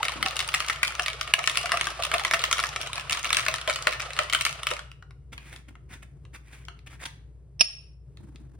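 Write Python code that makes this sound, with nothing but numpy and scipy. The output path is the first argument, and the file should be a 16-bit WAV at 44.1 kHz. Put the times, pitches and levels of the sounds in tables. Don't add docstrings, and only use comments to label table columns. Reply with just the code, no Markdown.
import sys
import numpy as np
from scipy import signal
from scipy.fft import rfft, irfft, next_fast_len
from scipy.io import wavfile
from scipy.ndimage import uniform_filter1d, map_coordinates

SR = 44100
rng = np.random.default_rng(int(sys.argv[2]) if len(sys.argv) > 2 else 0)


def store_pcm(level_fs):
    pcm = np.round(np.clip(level_fs, -1, 1) * 32767).astype(np.int16)
    wavfile.write(sys.argv[1], SR, np.atleast_2d(pcm).T)


N = 378819

# pitch_hz, level_db
LIQUID_TONE = [(300, -16), (650, -0.5), (900, -10.5), (1250, 3.5), (1650, -7), (2800, -4.5), (6500, -20),
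               (16000, -28)]
# start_s, level_db
SPLASH_TIMES = [(.255, -33.5), (.99, -34.5), (1.38, -26.5), (1.635, -33.5), (1.73, -29), (1.99, -30),
                (2.134, -24), (2.332, -33.5), (3.478, -31.5), (3.677, -25), (3.869, -27), (4.189, -30),
                (4.711, -31.5)]
# pitch_hz, level_db
RUB_TONE = [(250, -0.5), (1600, 0.5), (4000, -11), (16000, -6)]


def amp(db):
    return 10 ** (np.asarray(db) / 20)


def unit(x):
    return x / np.sqrt(np.mean(x ** 2) + 1e-20)


def burst(x):
    return x * np.sqrt(.004 * SR / (np.sum(x ** 2) + 1e-20))


def along(points, hz):
    pitches, values = np.transpose(points)
    return np.interp(np.log(hz + 1), np.log(pitches + 1), values)


def wobble(rate):
    return map_coordinates(rng.standard_normal(int(N * rate / SR) + 4), [np.arange(N) * rate / SR])


def filtered(x, response):
    n = x.shape[-1]
    padded = next_fast_len(n + min(n, 8192))
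    return irfft(rfft(x, padded) * response(np.fft.rfftfreq(padded, 1 / SR)), padded)[..., :n]


def coloured(x, tone):
    return unit(filtered(x, lambda hz: amp(along(tone, hz))))


def resonate(x, resonances, shift=1):
    def response(hz):
        return sum((-1) ** k * amp(db) * 1j * hz * width
                   / ((pitch * shift) ** 2 - hz * hz + 1j * hz * width)
                   for k, (pitch, width, db) in enumerate(resonances))
    return filtered(x, response)


def grainy(tone, grain_db, rate, apart):
    noise = rng.standard_normal((3, N))
    return coloured((noise[0] + apart * noise[1:]) * amp(grain_db * wobble(rate)), tone)


def add(track, start_s, sound):
    part = track[..., max(round(start_s * SR), 0):][..., :sound.shape[-1]]
    part += sound[..., :part.shape[-1]]


def placed(x, lag_ms, left_db):
    side = np.array([[1], [-1]])
    return filtered(x, lambda hz: amp(side * left_db / 2) * np.exp(-1j * np.pi * side * hz * lag_ms / 1000))


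def background(hum_db=-50, drone_db=-60, rumble_db=-52):
    # pitch_hz, level_db
    rumble_tone = [(25, -33.5), (60, -6.5), (145, -1.5), (210, -29.5), (400, -22), (800, -39), (4000, -57)]
    t = np.arange(N) / SR
    hum = amp(hum_db + wobble(6)) * np.sin(2 * np.pi * 59.3 * t + .5 * wobble(7))
    drone = amp(drone_db + 2 * wobble(8)) * np.sin(2 * np.pi * 130 * t + wobble(20))
    rumble = amp(rumble_db) * grainy(rumble_tone, grain_db=1.5, rate=9, apart=.35)
    return (np.sqrt(2) * (hum + drone) + rumble) * amp([[.9], [-.9]])


def slosh(burble_db=-9, burble_hz=950):
    # time_s, relative_level_db
    wash_levels = [(0, -36), (.8, -41.5), (2.3, -36.5), (4.1, -40.5), (4.72, -45), (4.9, -62)]
    loudness = amp(np.interp(np.arange(N) / SR, *np.transpose(wash_levels), left=-120, right=-120))
    wash = grainy(LIQUID_TONE, grain_db=3.5, rate=90, apart=.9)
    hz = burble_hz * np.exp(.3 * wobble(45))
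    burble = unit(amp(7 * wobble(110)) * np.sin(2 * np.pi * np.cumsum(hz) / SR))
    return amp(-2.5) * loudness * (wash + amp(burble_db) * burble)


def strike(hz, db, wall_db=3, crack_db=-4, pocket_db=-18, crack_fade_s=.003, crush_fade_s=.0083):
    # pitch_hz, width_hz, level_db
    wall_resonances = [(1103, 160, -2), (1349, 104, 1.5), (1813, 52, -1.5), (2141, 200, -3.5),
                       (2788, 330, -3), (3723, 1240, -7.5), (9150, 13000, -16.5)]
    # pitch_hz, width_hz, level_db
    pocket_resonances = [(370, 7.5, -10), (665, 15, -1)]
    t = np.arange(SR // 16) / SR
    noise = rng.standard_normal((3, len(t)))
    ping = burst(np.sin(2 * np.pi * hz * t) * np.exp(-t * hz) * (1 - np.exp(-t * hz * 2)))
    brightness = hz / 2500
    snap = np.diff(noise[0], prepend=0) * amp(-60 * t / crack_fade_s)
    crack = burst(snap) * brightness * amp(.2 * (db + 22))
    crush = noise[1:] * amp(-60 * t / crush_fade_s)
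    shift = np.exp(rng.normal(0, .058, 2))
    wall = resonate(crush[0], wall_resonances, shift[0])
    wall = burst(filtered(wall, lambda f: 1 / (1 + .64j * (f / hz - hz / (f + 1)))))
    pocket = burst(resonate(crush[1], pocket_resonances, shift[1])) / brightness
    return amp(db) * burst(ping + amp(crack_db) * crack + amp(wall_db) * wall + amp(pocket_db) * pocket)


def knocks(rows, lag_ms):
    out = np.zeros((2, N))
    for start_s, db, hz in rows:
        blow = strike(hz, db)
        add(out, start_s, placed(blow, lag_ms + rng.normal(0, .064), left_db=rng.normal(1.57, 1)))
    return out


def ice(cube_hz=2550, wet_drop=.26, wet_s=.029, crunch_db=-9, crunch_delay_s=.0016):
    # start_s, level_db
    cube_hits = [(0.03, -20), (.052, -25), (0.083, -22.5), (0.2272, -18.5), (0.2609, -20), (.367, -25),
                 (.392, -22), (.4038, -21.5), (.489, -24.5), (0.5409, -16), (0.5469, -19), (0.6033, -21),
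                 (0.646, -31.5), (.6853, -23.5), (.6982, -18), (.831, -14), (.849, -23.5), (.8789, -24.5),
                 (.9953, -18.5), (1.0614, -22), (1.0821, -21), (1.2116, -22), (1.3378, -9.5), (1.391, -20),
                 (1.4405, -22.5), (1.4746, -12.5), (1.497, -21), (1.556, -26.5), (1.5726, -16),
                 (1.6582, -23), (1.6938, -29), (1.719, -16), (1.7408, -25.5), (1.7722, -22.5),
                 (1.8114, -17.5), (1.8701, -21), (2.0236, -24.5), (2.0355, -22), (2.0514, -23),
                 (2.1158, -22), (2.1403, -18), (2.182, -24.5), (2.1961, -24.5), (2.2496, -17.5),
                 (2.3113, -18), (2.3364, -14.5), (2.343, -18.5), (2.3932, -27), (2.4391, -16.5),
                 (2.5128, -20), (2.5277, -15.5), (2.5821, -25), (2.5916, -21.5), (2.6004, -24),
                 (2.6382, -20), (2.7613, -22), (2.814, -26), (2.9318, -26.5), (2.9797, -25.5),
                 (3.0966, -22.5), (3.1092, -24.5), (3.1227, -20.5), (3.129, -21), (3.1726, -26.5),
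                 (3.245, -23), (3.2538, -24), (3.3049, -20.5), (3.3296, -16), (3.3467, -21.5), (3.369, -16),
                 (3.387, -23.5), (3.395, -23.5), (3.464, -21.5), (3.4835, -17.5), (3.5403, -22.5),
                 (3.6761, -22), (3.6979, -19), (3.707, -25), (3.7597, -24.5), (3.8708, -12.5),
                 (3.8803, -25), (3.9264, -26), (4.0025, -26.5), (4.1056, -32), (4.1897, -15),
                 (4.2986, -26.5), (4.3262, -22), (4.334, -16), (4.3483, -15), (4.4104, -19.5),
                 (4.4515, -16.5), (4.4646, -20), (4.6325, -28.5), (4.6693, -19), (4.7132, -23)]
    start_s, db = np.transpose(cube_hits)
    wait, tone = rng.standard_normal((len(start_s), 2)).T
    wetness = np.max([np.exp(-((start_s - splash_s) / wet_s) ** 2) for splash_s, _ in SPLASH_TIMES], 0)
    hz = cube_hz * np.exp(.19 * tone) * (1 - wet_drop * wetness)
    crunches = zip(start_s + crunch_delay_s * np.exp(.5 * wait), db + crunch_db, hz)
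    return knocks([*zip(start_s, db, hz), *crunches, *tumble(start_s)], lag_ms=-.011)


def after_ring(blows, ring_db=-18, waver=.32):
    # pitch_hz, level_db, fade_s
    wall_notes = [(1330, -12.5, 0.83), (1800, -5.5, 0.5), (2290, 2, 0.25), (2870, -7, .85),
                  (5270, -12, 0.76), (9650, -12, .5)]
    t = np.arange(SR) / SR
    ring = sum(amp(db - 60 * t / fade_s) * np.sin(2 * np.pi * hz * t + waver * wobble(70)[:SR])
               for hz, db, fade_s in wall_notes)
    return amp(ring_db) * blows.std() * unit(signal.fftconvolve(blows, ring[None], axes=1)[:, :N])


def tumble(cube_times, chip_db=-33, chip_hz=3300, delay_s=.04):
    cube_s = np.repeat(cube_times, 2)
    wait, size, tone = rng.standard_normal((len(cube_s), 3)).T
    start_s = cube_s + delay_s * np.exp(.7 * wait)
    return zip(start_s, chip_db + 1.5 * size, chip_hz * np.exp(.36 * tone))


def grips(rustle_db=-16):
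    # start_s, length_s, level_db
    hand_moves = [(0.158, 0.11, -39.5), (5.322, 0.045, -49), (5.35, 2.1, -61.5), (8.181, 0.53, -51)]
    pressure = np.zeros(N)
    for start_s, length_s, db in hand_moves:
        add(pressure, start_s, amp(db) * np.sqrt(np.linspace(1, 0, int(length_s * SR))))
    rustle = grainy(RUB_TONE, grain_db=6, rate=110, apart=.98)
    thud = unit(resonate(rustle, [(193, 125, -.09), (346.5, 64, -.91)]))
    return pressure * (thud + amp(rustle_db) * rustle)


def splashes(glug_hz=760, sink_hz_per_s=38, glug_db=1, bubble_db=-4, wash_db=-6, rise_s=.0095):
    swell, glugs = np.zeros(N), np.zeros((2, N))
    t = np.arange(SR // 8) / SR
    for start_s, db in SPLASH_TIMES:
        hz = glug_hz - sink_hz_per_s * start_s
        surge = amp(db) * t / rise_s * np.exp(1 - t / rise_s)
        pocket = np.sin(2 * np.pi * hz * t + wobble(200)[:len(t)])
        bubble = amp(bubble_db) * np.sin(2 * np.pi * 1.7 * hz * t + wobble(200)[:len(t)])
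        add(swell, start_s, surge)
        add(glugs, start_s, placed(surge * (pocket + bubble), lag_ms=rng.normal(0, .37), left_db=-1))
    wash = swell * grainy(LIQUID_TONE, grain_db=4.5, rate=270, apart=.31)
    return amp(glug_db) * glugs + amp(wash_db) * wash


def taps():
    # start_s, relative_level_db, pitch_hz
    small_knocks = [(4.792, -23, 1436), (4.916, -35, 2900), (5.025, -36, 1494), (5.108, -42, 1350),
                    (5.379, -27, 2815), (5.562, -33.5, 3540), (5.754, -39, 1246), (6.252, -43.5, 3050),
                    (6.652, -39.5, 4150), (6.684, -27, 1370), (6.791, -45.5, 2820), (8.172, -41.5, 3540),
                    (8.359, -41, 3500)]
    return amp(-8) * knocks(small_knocks, lag_ms=-.059)


def scrapes(grit_db=-3, cap_db=-5, edge_db=-1, squeal_db=-10, squeal_hz=2100):
    # start_s, length_s, level_db
    twists = [(5.32, 0.029, -44.5), (5.382, .25, -52), (5.521, .025, -49), (5.68, .018, -48),
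              (5.885, 0.098, -49.5), (5.926, .02, -49), (6.021, .02, -49.5), (6.33, 0.047, -47.5),
              (6.427, 0.24, -56), (6.521, 0.038, -52), (6.861, 0.024, -46.5), (6.889, 0.082, -51),
              (6.991, .06, -45.5), (7.029, .016, -41), (7.05, 0.017, -34.5)]
    # pitch_hz, width_hz, level_db
    cap_resonances = [(2280, 700, 8), (9910, 370, -14)]
    # pitch_hz, width_hz, level_db
    edge_resonance = [(3463, 360, 0)]
    strokes = np.zeros(N)
    for start_s, length_s, db in twists:
        add(strokes, start_s, amp(db) * np.sqrt(np.hanning(int(length_s * SR))))
    grit = grainy(RUB_TONE, grain_db=3, rate=900, apart=.6)
    cap = amp(cap_db) * unit(resonate(grit, cap_resonances))
    hz = squeal_hz * np.exp(.25 * wobble(160))
    squeal = amp(squeal_db) * unit(amp(6 * wobble(300)) * np.sin(2 * np.pi * np.cumsum(hz) / SR))
    edge = amp(edge_db) * strokes / strokes.max() * unit(resonate(grit, edge_resonance))
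    pressure = amp(1.2 * wobble(70))
    return strokes * pressure * (amp(grit_db) * grit + cap + edge + squeal)


def cup(clack_db=7, free_ring_db=-29, contact_fade_s=.044, clack_fade_s=.046):
    # start_s, level_db, hardness (0 to 1)
    landings = [(7.595, -17, 0.03), (7.604, -9.5, 0.02), (7.6089, -5.5, 0.21), (7.6127, -12, 0.48)]
    # pitch_hz, level_db, free_fade_s
    cup_notes = [(2570, -15, .3), (2710, -16, .3), (5160, -12, .35), (5295, -9, .45), (5400, 0, .4),
                 (9720, -8, .42)]
    # pitch_hz, level_db
    clack_tone = [(200, -18), (650, -12), (850, -21), (1700, -16), (2600, 1), (3700, -10), (5300, -3),
                  (8300, -32), (9300, -14), (11500, -44), (15600, -19)]
    clacks, swell = np.zeros(N), np.zeros((len(cup_notes), N))
    t = np.arange(SR * 3 // 4) / SR
    hz, note_db, free_fade_s = np.transpose(cup_notes)[..., None]
    fade = amp(note_db) * (amp(-60 * t / contact_fade_s) + amp(free_ring_db - 60 * t / free_fade_s))
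    for start_s, db, hardness in landings:
        rise = 1 - np.exp(-t * hardness / .00015)
        add(swell, start_s, amp(db + note_db * (1 - hardness)) * fade * rise)
        clack = coloured(rng.standard_normal(len(t)), clack_tone)
        add(clacks, start_s, hardness * clack * amp(db + clack_db - 60 * t / clack_fade_s))
    waver = .9 * wobble(150)
    chime = np.sum(swell * np.sin(2 * np.pi * hz * np.arange(N) / SR + waver), axis=0)
    return placed(chime + clacks, lag_ms=-.0093, left_db=-3.5)


def kitchen(x, near_db=2, near_fade_s=.07):
    # pitch_hz, fade_s
    room_fades = [(200, 0.34), (1100, 0.45), (10000, 0.33)]
    out = np.zeros((2, N))
    step = SR // 4
    for start in range(0, N, step):
        hz, t, noise = signal.stft(rng.standard_normal((2, SR // 2)), SR, nperseg=128)
        near = amp(near_db - 60 * t / near_fade_s)
        far = amp(-60 * t / along(room_fades, hz)[:, None])
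        echo = signal.istft(noise * (near + far), SR, nperseg=128)[1]
        echo /= np.linalg.norm(echo[0])
        add(out, start / SR, signal.fftconvolve(x[None, start:start + step], echo, axes=1))
    return out


def scene():
    chime = cup()
    cubes = ice()
    shaker = cubes + splashes() + taps() + scrapes()
    room = kitchen(amp(-5.5) * shaker[0] + amp(-5) * chime[0])
    return shaker + after_ring(cubes) + chime + room + slosh() + grips() + background()


def microphone_pair(x):
    # pitch_hz, lead_radians
    left_lead = [(2800, 0), (5000, -1.2), (8300, -4.7), (16000, -12.6)]
    left, right = x
    shared = filtered(left - right, lambda hz: along([(5500, 0), (8500, .8)], hz))
    half_turn = np.array([[.5j], [-.5j]])
    return filtered(np.array([left, right + shared]), lambda hz: np.exp(half_turn * along(left_lead, hz)))


def limiter(x, threshold_db=-15, attack_s=.0084, release_db_per_s=35):
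    power = np.abs(uniform_filter1d(np.mean(x ** 2, axis=0), SR // 200))
    over_db = np.maximum(10 * np.log10(power + 1e-12) - threshold_db, 0)
    recovery_db = release_db_per_s * np.arange(N) / SR
    gain_db = recovery_db - np.maximum.accumulate(over_db + recovery_db)
    smoothing = np.exp(-1 / (attack_s * SR))
    return x * amp(signal.lfilter([1 - smoothing], [1, -smoothing], gain_db))


def record(dry, top_hz=16300):
    microphone_tone = [(4000, 0.0), (6500, 3.5), (10000, 0), (16300, -14.0)]  # pitch_hz, level_db
    heard = filtered(microphone_pair(dry), lambda hz: amp(along(microphone_tone, hz)))
    limited = np.clip(limiter(heard), -1, 1)
    return filtered(limited, lambda hz: np.clip((top_hz - hz) / 500 + .5, 0, 1))


dry = scene()
out = record(dry)
store_pcm(out)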